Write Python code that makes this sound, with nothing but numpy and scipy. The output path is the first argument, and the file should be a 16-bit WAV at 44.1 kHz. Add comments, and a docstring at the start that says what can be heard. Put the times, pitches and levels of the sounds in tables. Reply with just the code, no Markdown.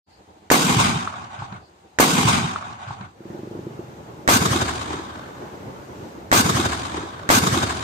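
"""A plastic pipe combustion gun fires in open fields: one shot at dusk, heard twice, one at night, heard three times.
Each is a sharp crack from the pipe and a blast wave some 12 ms later, with a slap off the ground close by.
Then shaped noise rolls back from crops and trees, and decaying tones thump as echoes off banks and tree lines.
At night a far single-cylinder engine, built stroke by stroke, speeds up and coasts over a distant rumble.
The dusk air is quieter, with a faint high rasp. Two spaced microphones listen, the right one nearer the gun."""
import sys
import numpy as np
from scipy import signal
from scipy.fft import rfft, irfft, next_fast_len
from scipy.io import wavfile
from scipy.ndimage import uniform_filter1d, map_coordinates

SR = 44100
rng = np.random.default_rng(int(sys.argv[2]) if len(sys.argv) > 2 else 0)


def pcm_store(signal):
    """Save signal as 16-bit PCM."""
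    levels = np.round(np.clip(np.atleast_2d(signal), -1, 1) * 32767)
    wavfile.write(sys.argv[1], SR, levels.astype(np.int16).T)


N = 345303
TIME = np.arange(N) / SR
SHOT_TIME = TIME[:2 * SR]


# The dusk shot and its repeat, spaced from the first row: (time [s], level [dB])
DUSK_SHOTS = [(0.5016, -0.5), (1.9870, -0.5)]
# How the dusk field holds and loses the roll; rows are boom, body, hiss:
# (close roar level [dB], open field level [dB], hold [s], fall [dB per s])
DUSK_ROLL = [(-23.5, -23, 0.39, 96), (-18.5, -26, 0.37, 47), (-16.5, -23.5, 0.35, 85.5)]
# Colour of the dusk roll: (frequency [Hz], relative density [dB per Hz])
DUSK_COLOUR = [(40, -32.5), (100, -5), (135, -5.5), (200, 0.5), (290, -9), (400, -10), (500, -19),
               (720, -8), (1200, -7), (1600, -13), (1900, -18.5), (2500, -15), (5600, -23.5), (6600, -22.5),
               (8800, -24.5), (10500, -31), (15300, -39.5)]
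# Stands of trees answering across the dusk field with a soft swell:
# (time [s], level [dB], half length [s], boom over that level [dB])
DUSK_TREES = [(0.706, -24, 0.019, 2), (0.808, -19.5, .021, -4), (0.858, -23.5, .02, -6),
              (1.034, -37.5, .045, -1), (1.22, -39.5, 0.088, -2), (1.346, -37.5, 0.036, -10),
              (1.424, -37.5, 0.058, -6.5), (1.541, -41.5, 0.061, 2)]
# Distinct dusk echoes: (time [s], thump level [dB], pitch [Hz], crackle over that level [dB])
DUSK_ECHOES = [(0.540, -10, 257, -1.5), (0.648, -13, 190, -20), (0.697, -12, 232, -6.5),
               (0.766, -12, 125, -15), (0.865, -14.5, 199, -15), (0.903, -22.5, 890, -14),
               (0.956, -16, 159, -30), (1.0745, -15.5, 1254, -12), (1.139, -28, 1190, -4),
               (1.389, -29.5, 119, -0.5), (1.419, -27, 119, -11), (1.4215, -24.5, 870, -12),
               (1.523, -29.5, 198, -0.5)]


def dusk_gun():
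    """The shot among leafy crops: a dense roll that holds for a third of a second."""
    shot = muzzle(0.5020, crack_db=-5.0, crack_hz=1700, crack_t60=0.013, click_db=-25.0,
                  spit_db=-16.5, push_db=-29, push_hz=72, lag=0.00017)
    shot += blast(0.5146, db=5, width=0.0009, lag=0.0001, low_hz=260)
    shot += slap(0.5150, db=-17.5, t60=0.25)
    gains = roll_gains(DUSK_ROLL, DUSK_TREES, 0.5150, close_hold_s=0.023, close_fall_db_per_s=153,
                       tree_hiss_db=-1, dull_db_per_s=9)
    shot += roll(gains, DUSK_COLOUR, 0.5150, top_db=10.0, air_db_per_s=36.5, glide=0.6, glide_s=0.12,
                 deepen_db_per_s=14, grain_db=1.5)
    return repeated(shot + echoes(DUSK_ECHOES, crackle_t60=0.049), DUSK_SHOTS)


# The night shot and its two repeats, spaced from the first row: (time [s], level [dB])
NIGHT_SHOTS = [(4.2770, 0), (6.3157, 0.0065), (7.2907, 0)]
# How the night field holds and loses the roll; rows are boom, body, hiss:
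# (close roar level [dB], open field level [dB], hold [s], fall [dB per s])
NIGHT_ROLL = [(-22.5, -26, 0.23, 30), (-19.5, -29.5, .28, 20), (-17, -28, 0.25, 34.3)]
# Colour of the night roll: (frequency [Hz], relative density [dB per Hz])
NIGHT_COLOUR = [(40, -41), (80, 5), (140, -5), (215, -2.5), (350, -3), (520, -10.5), (1000, -6.5),
                (1650, -11), (1950, -15), (3750, -14.5), (5600, -19), (6600, -18.5), (8800, -20),
                (10500, -23.5), (15300, -31)]
# Stands of trees answering across the night field with a soft swell:
# (time [s], level [dB], half length [s], boom over that level [dB])
NIGHT_TREES = [(4.425, -28.5, 0.017, 2.5), (4.461, -23.5, 0.0098, -1), (4.535, -26, .016, -1.5),
               (4.564, -26, 0.0099, 0), (4.622, -24, .014, 0), (4.69, -30.5, .03, -14),
               (4.935, -36.5, 0.058, 2), (5.22, -50, 0.072, 1)]
# Distinct night echoes: (time [s], thump level [dB], pitch [Hz], crackle over that level [dB])
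NIGHT_ECHOES = [(4.306, -24.5, 129, 7.5), (4.359, -12, 231, -3), (4.414, -16, 171, -4),
                (4.457, -16, 177, -7), (4.509, -15, 120, -8), (4.532, -20.5, 1150, -6),
                (4.556, -15, 332, -9), (4.5625, -15, 3620, -8), (4.604, -24, 1510, 5), (4.617, -23, 95, -4),
                (4.685, -25, 1710, -2), (4.905, -23.5, 333, -1), (4.938, -22, 372, -7),
                (4.995, -24.5, 357, -10)]


def night_gun():
    """The shot over more open ground: a shorter roar and clearer echoes."""
    shot = muzzle(4.2768, crack_db=-6.5, crack_hz=1600, crack_t60=0.011, click_db=-14,
                  spit_db=-18.5, push_db=-25, push_hz=48, lag=0.00022)
    shot += blast(4.2882, db=5, width=0.00045, lag=0.0003, low_hz=400)
    shot += slap(4.2885, db=-22, t60=0.22)
    gains = roll_gains(NIGHT_ROLL, NIGHT_TREES, 4.2888, close_hold_s=0.056, close_fall_db_per_s=268,
                       tree_hiss_db=-1.5, dull_db_per_s=6)
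    shot += roll(gains, NIGHT_COLOUR, 4.2888, top_db=6.5, air_db_per_s=32.0, glide=0.25, glide_s=0.1,
                 deepen_db_per_s=1, grain_db=1.7)
    return repeated(shot + echoes(NIGHT_ECHOES, crackle_t60=0.037), NIGHT_SHOTS)


def repeated(shot, times):
    """The same shot, with the same echoes, at each of its times."""
    out = np.zeros((2, N))
    first_s = times[0][0]
    for s, db in times:
        add(out, s - first_s, amp(db) * shot)
    return out


# Resonances of the gun, which tint spit, slap and roll: (frequency [Hz], width [Hz], rise [dB])
PIPE_RESONANCES = [(747, 40, 2.5), (1116, 76, 2.5), (1526, 100, 3.5), (2153, 83, 5), (2406, 110, 2.5),
                   (3690, 112, 5), (4740, 90, 2.5), (4980, 60, 4), (6490, 90, 3.5), (6800, 70, 1.5)]


def muzzle(s, crack_db, crack_hz, crack_t60, click_db, spit_db, push_db, push_hz, lag):
    """The pipe cracks and spits gas; it reaches the left microphone lag seconds after the right."""
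    age = np.maximum(np.arange(SR // 5) / SR - np.array([[lag], [0]]), 0)
    arrived = age > 0
    crack_gain = amp(crack_db - 60 * age / crack_t60) * (1 - np.exp(-age * 2 * crack_hz))
    crack = -crack_gain * np.sin(2 * np.pi * crack_hz * age)
    gas_colour = [(100, -0.5), (900, -1.0), (1800, 1.0), (3000, -8.5), (8000, -12.5), (15000, -32)]
    gas = field_noise(gas_colour, PIPE_RESONANCES)[:, :age.shape[1]]
    long_spit = amp(spit_db - 60 * age / 0.21)
    short_spit = amp(spit_db + 2.5 - 60 * age / 0.0071)
    spit = gas * arrived * (long_spit + short_spit)
    # the slug of air rocks in the barrel
    push = amp(push_db - 60 * age / 0.085) * np.sin(2 * np.pi * push_hz * age)
    click = amp(click_db - 60 * age / 0.0035) * arrived * rng.standard_normal(age.shape)
    return placed(s, crack + click + spit + push)


def blast(s, db, width, lag, low_hz):
    """The main pressure wave: overpressure snaps into suction; the narrow muzzle radiates little bass."""
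    lead = 1 / 20  # room before the snap, in s
    u = (SHOT_TIME[:SR // 10] - lead - np.array([[lag], [0]])) / width
    wave = amp(db) * -np.tanh(4 * u) * np.exp(-np.abs(u))
    return placed(s - lead, split(wave, low_hz, order=3)[1])


def slap(s, db, t60):
    """The ground close by throws the blast back with its low mids intact."""
    ground_colour = [(150, -29.5), (380, 1.5), (650, -10), (1150, -2), (2200, -19), (6000, -51)]
    near = steady(field_noise(ground_colour, PIPE_RESONANCES), 0.015)
    onset = 1 - np.exp(-SHOT_TIME / 0.00208)
    return placed(s, amp(db - 60 * SHOT_TIME / t60) * onset * near)


def roll(gains, colour, start, top_db, air_db_per_s, glide, glide_s, deepen_db_per_s, grain_db):
    """Countless small reflections; the later they come, the deeper the boom and the less treble is left."""
    age = SHOT_TIME
    boom_gain, body_gain, hiss_gain = gains
    boom, rest = split(field_noise(colour, PIPE_RESONANCES), 503)
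    body, rest = split(patchy(rest, depth_db=2.2), 1880)
    hiss, top = split(rest, 9700)

    # longer paths over soft ground sound lower
    clock = np.cumsum(1 + glide * np.exp(-age / glide_s)) / SR
    boom = np.array([np.interp(clock, age, channel) for channel in boom])
    deep, upper = split(boom, 121)
    boom = deep * amp(deepen_db_per_s * age) + upper

    edge, sizzle = split(hiss, 4300)
    top, tip = split(top, 13500)
    fading_sizzle = sizzle * amp(2 - 9.7 * age)
    fading_top = (top + tip * amp(5 - 60 * age)) * amp(top_db - air_db_per_s * age)
    treble = edge + fading_sizzle + fading_top

    grain = amp(grain_db * wobble(160, age))  # clumps of plants answer together
    leafy = body_gain * steady(body, 0.024) + hiss_gain * steady(treble, 0.028)
    sound = boom_gain * steady(boom, 0.035) + grain * leafy
    return placed(start, sound * (1 - np.exp(-age / 0.00045)))


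def roll_gains(bands, trees, start, close_hold_s, close_fall_db_per_s, tree_hiss_db, dull_db_per_s):
    """Boom, body and hiss each sum the close roar, the open field and the trees; farther trees are duller."""
    tree_power = 0
    for s, db, length, boom_db in trees:
        hiss_db = db + tree_hiss_db - dull_db_per_s * (s - start)
        levels = amp([[db + boom_db], [db], [hiss_db]])
        tree_power = tree_power + (levels * bell(start + SHOT_TIME, s, length)) ** 2
    gains = []
    for (close_db, field_db, hold_s, fall), answer in zip(bands, tree_power):
        close = hold_fall(close_db, close_hold_s, close_fall_db_per_s)
        field = hold_fall(field_db, hold_s, fall)
        gains.append(np.sqrt(close ** 2 + field ** 2 + answer))
    return gains


def hold_fall(db, hold_s, fall_db_per_s):
    """Gain after a shot: it holds, then falls evenly in dB."""
    return amp(db - fall_db_per_s * np.maximum(SHOT_TIME - hold_s, 0))


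# an echo of pitch SWELL_HZ swells for SWELL_S seconds; higher ones are sharper
SWELL_S, SWELL_HZ, SWELL_SLOPE = 0.0043, 200, 0.76


def echoes(rows, crackle_t60):
    """Banks and tree lines return the blast as dull thumps, their foliage as a short crackle."""
    out, t = np.zeros((2, N)), np.arange(SR // 8) / SR
    leaves = [(200, -15), (800, 7.5), (1400, 8.5), (2000, -3.5), (4000, -8), (8000, -33.0), (14000, -42)]
    for s, db, hz, crackle_db in rows:
        swell = SWELL_S * (SWELL_HZ / hz) ** SWELL_SLOPE
        thump = t / swell * np.exp(1 - t / swell) * np.sin(2 * np.pi * hz * t)
        crackle_gain = amp(crackle_db - 60 * t / crackle_t60) * (1 - np.exp(-t / 0.0013))
        crackle = field_noise(leaves, size=len(t)) * crackle_gain
        add(out, s, amp(db) * (thump + crackle))
    return split(out, 55, order=6)[1]  # the thumps carry no deep bass


# Exhaust pipe tones before the bark gain: (mean frequency [Hz], level [dB], 60 dB decay [s])
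EXHAUST_TONES = [(337, 2, 0.045), (212, 1.5, 0.028), (447, -3.5, .016), (850, -17, .025)]
# Level of each stroke as the engine speeds up and coasts: (time [s], level [dB])
ENGINE_LEVEL = [(3.206, -29.5), (3.3, -24), (3.55, -23.5), (3.66, -19.5), (3.8, -21), (3.93, -25.5),
                (4.2, -26)]
# Strokes that still fire with the throttle shut: nearest to (time [s])
LATE_FIRINGS = [3.667, 3.792]
THROTTLE_OFF_S = 3.61
FIRED_DB, COASTING_DB = 0.5, -15  # gain on the exhaust's bark beside the puff


def engine():
    """Far off, every stroke puffs; the fired ones also ring the exhaust pipe."""
    out, t = np.zeros(N), np.arange(SR // 8) / SR
    puff = amp(-2.5 - 60 * t / 0.043) * np.sin(2 * np.pi * 135 * t) * (1 - np.exp(-t / 0.0026))
    bark_onset = 1 - np.exp(-t / 0.00096)
    strokes = stroke_times()
    fired = strokes < THROTTLE_OFF_S
    for s in LATE_FIRINGS:
        fired[np.argmin(np.abs(strokes - s))] = True
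    for s, bark_db in zip(strokes, np.where(fired, FIRED_DB, COASTING_DB)):
        bark = np.zeros(len(t))
        for hz, level, t60 in EXHAUST_TONES:
            pitch = hz * (1 + 0.04 * rng.standard_normal())  # no two strokes ring quite alike
            bark += amp(level - 60 * t / t60) * np.sin(2 * np.pi * pitch * t)
        stroke_db = np.interp(s, *np.transpose(ENGINE_LEVEL))
        add(out, s, amp(stroke_db) * (puff + amp(bark_db) * bark * bark_onset))
    audible = split(out, 86, order=6)[1]  # a small pipe radiates no deep bass
    return split(audible, 610, order=4)[0]  # and distance dulls it


# The engine speeds up, then coasts: (time [s], rate [strokes per s])
ENGINE_SPEED = [(3.206, 20), (3.35, 22.2), (3.43, 25), (3.64, 26), (3.73, 24), (3.9, 20.5), (4.2, 19)]


def stroke_times():
    """One stroke each time the crank completes a cycle."""
    s, rate = np.transpose(ENGINE_SPEED)
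    cycles = np.cumsum(np.interp(TIME, s, rate, left=0, right=0)) / SR
    return TIME[np.searchsorted(cycles, np.arange(cycles[-1]), side="right")]


def chirr():
    """A faint high rasp in the dusk field: a narrow band of noise that swells twice."""
    t = SHOT_TIME
    rasp = field_noise([(3000, -50), (4300, -3), (4900, -3), (6500, -48)], size=len(t))
    swells = bell(t, 0.145, 0.049) + bell(t, 1.66, 0.04)
    return placed(0, amp(-61.5) * rasp * swells)


# Colour of the dusk air: (frequency [Hz], relative density [dB per Hz])
DUSK_HUSH = [(18, -44), (30, -31), (82, -1.5), (130, -13), (210, -6), (266, -14), (311, -4.5), (355, -7),
             (702, -12), (760, -5), (1100, -16.5), (4190, -22.5), (4650, -24), (5740, -29), (6900, -27),
             (12500, -37), (16000, -46)]
# Colour of the night air: (frequency [Hz], relative density [dB per Hz])
NIGHT_HUSH = [(30, -40), (70, -5), (120, -2.5), (180, -4), (340, -2.5), (620, -9.5), (960, -12.5),
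              (1400, -16.5), (1900, -19.5), (4800, -28.5), (6500, -30.5), (10200, -37), (13000, -34.5),
              (15500, -42)]
# Faint far tones in the night air: (frequency [Hz], width [Hz], rise [dB])
NIGHT_DRONE = [(345, 23, 1.5), (437, 25, 4), (576, 19, 6), (845, 75, 4.5)]
# Swells of the night background: (time [s], rise [dB], half length [s])
NIGHT_SWELLS = [(5.548, 3, 0.53), (6.055, 3, 0.099)]
DUSK_START_S, NIGHT_START_S = 0.063, 3.122


def background():
    """The still dusk field gives way to the louder night."""
    dusk = air(DUSK_HUSH, low_db=-55.5, high_db=-61.5, waver_db=2.5) * fade_in(DUSK_START_S, length=0.043)
    night = air(NIGHT_HUSH, low_db=-41.3, high_db=-53, waver_db=1.84, drone=NIGHT_DRONE)
    swells = amp(sum(db * bell(TIME, s, length) for s, db, length in NIGHT_SWELLS))
    nightfall = fade_in(NIGHT_START_S, length=0.17)
    return (1 - nightfall) * dusk + nightfall * swells * night


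def air(colour, low_db, high_db, waver_db, drone=()):
    """Distant outdoor rumble, wavering, under a soft hiss."""
    noise = patchy(field_noise(colour, drone, size=N), depth_db=1.3)
    rumble, hiss = split(noise, 1080, order=4)
    waver = waver_db * wobble(30, TIME)
    return amp(low_db + waver) * unit(rumble) + amp(high_db) * unit(hiss)


# Likeness of the two spaced microphones: (frequency [Hz], left-right correlation [-1 to 1])
MIC_LIKENESS = [(60, 1), (99, 0.96), (160, 0.9), (270, 0.77), (450, 0.45), (740, -0.017), (1220, -0.57),
                (2010, 0.072), (3330, -0.034), (5500, 0.045), (9080, 0.00051), (15000, 0.018)]


def field_noise(colour, resonances=(), size=len(SHOT_TIME)):
    """Noise from all around at two spaced microphones: alike in the bass, opposed near 1 kHz."""
    def shape(hz):
        """Gains of the shared (mid) and opposed (side) noise."""
        turn = np.arccos(np.clip(along(MIC_LIKENESS, hz), -1, 1)) / 2
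        tint = sum(db / (1 + (2 * (hz - centre) / width) ** 2) for centre, width, db in resonances)
        return amp(along(colour, hz) + tint) * np.array([np.cos(turn), np.sin(turn)])
    mid, side = filtered(rng.standard_normal((2, size)), shape)
    return unit(np.array([mid + side, mid - side]))


def patchy(x, depth_db):
    """Overlapping reflections colour the sound in shifting patches."""
    spectrum = signal.stft(x, nperseg=512)[2]
    patches = rng.standard_normal(spectrum.shape[1:])
    patches = uniform_filter1d(patches, size=3, axis=0)  # across frequency
    patches = uniform_filter1d(patches, size=7, axis=1)  # across time
    coloured = signal.istft(spectrum * amp(depth_db * unit(patches)), nperseg=512)[1]
    return unit(coloured[:, :x.shape[1]])


def wobble(rate, t):
    """A smooth random curve over the times t, rate knots a second."""
    knots = rng.standard_normal(int(t[-1] * rate) + 4)
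    return map_coordinates(knots, [t * rate], order=2)


def steady(x, seconds):
    """Noise with its slow swells evened out, rms 1."""
    power = uniform_filter1d(np.mean(x ** 2, axis=0), max(int(seconds * SR), 2))
    return x / np.sqrt(np.abs(power) + 1e-12)


def bell(t, s, length):
    """A smooth swell of height 1 around time s."""
    return np.exp(-((t - s) / length) ** 2)


def fade_in(s, length):
    """Gain that rises from 0 to 1, starting at time s."""
    return np.clip((TIME - s) / length, 0, 1)


def add(track, s, sound):
    """Mix a sound into a track at time s."""
    start = max(round(s * SR), 0)
    track[..., start:start + sound.shape[-1]] += sound[..., :N - start]


def placed(s, sound):
    """A silent stereo track with one sound at time s."""
    out = np.zeros((2, N))
    add(out, s, sound)
    return out


def filtered(x, response):
    """x times a response of frequency."""
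    size = next_fast_len(x.shape[-1] + 4096, True)
    hz = np.fft.rfftfreq(size, 1 / SR)
    return irfft(rfft(x, size) * response(hz), size)[..., :x.shape[-1]]


def split(x, hz, order=12):
    """The parts of x below and above a frequency."""
    low = filtered(x, lambda f: 1 / (1 + (f / hz) ** order))
    return low, x - low


def along(points, hz):
    """(Hz, value) points read on a log axis."""
    f, v = np.transpose(points)
    return np.interp(np.log(hz + 1), np.log(f + 1), v)


def amp(db):
    """Decibels to gain."""
    return 10 ** (np.asarray(db) / 20)


def unit(x):
    """Scale to rms 1."""
    return x / np.sqrt(np.mean(x ** 2) + 1e-20)


def scene():
    """Guns, engine, rasp and the two backgrounds."""
    return dusk_gun() + night_gun() + engine() + chirr() + background()


# Colour of the left microphone's port: (frequency [Hz], gain [dB])
LEFT_PORT = [(500, -0.5), (1100, 2.5), (1550, 1.5), (1900, 0), (2500, 0.5), (5700, 0), (6400, 1), (7200, 0),
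             (8700, 4), (10400, -6), (11400, -3), (12100, 3.5), (15000, -2.5)]
# Colour of the right microphone's port: (frequency [Hz], gain [dB])
RIGHT_PORT = [(500, 0), (1100, 3), (1550, 1), (1900, -0.5), (2500, -2.5), (3900, 0), (5300, 0), (6700, 4),
              (7800, 0), (9000, -10), (10100, -7), (11400, -10), (12100, -3.5), (15000, -10)]
TOP_HZ = 15700  # middle of the steep band end


def record(dry):
    """Each port colours the treble, the loudest peaks are rounded off, and the band ends steeply."""
    heard = filtered(dry, lambda hz: amp([along(LEFT_PORT, hz), along(RIGHT_PORT, hz)]))
    rounded = heard / (1 + heard ** 6) ** (1 / 6)
    return filtered(rounded, lambda hz: np.clip((TOP_HZ - hz) / 400 + 0.5, 0, 1))


dry = scene()
out = record(dry)
pcm_store(out)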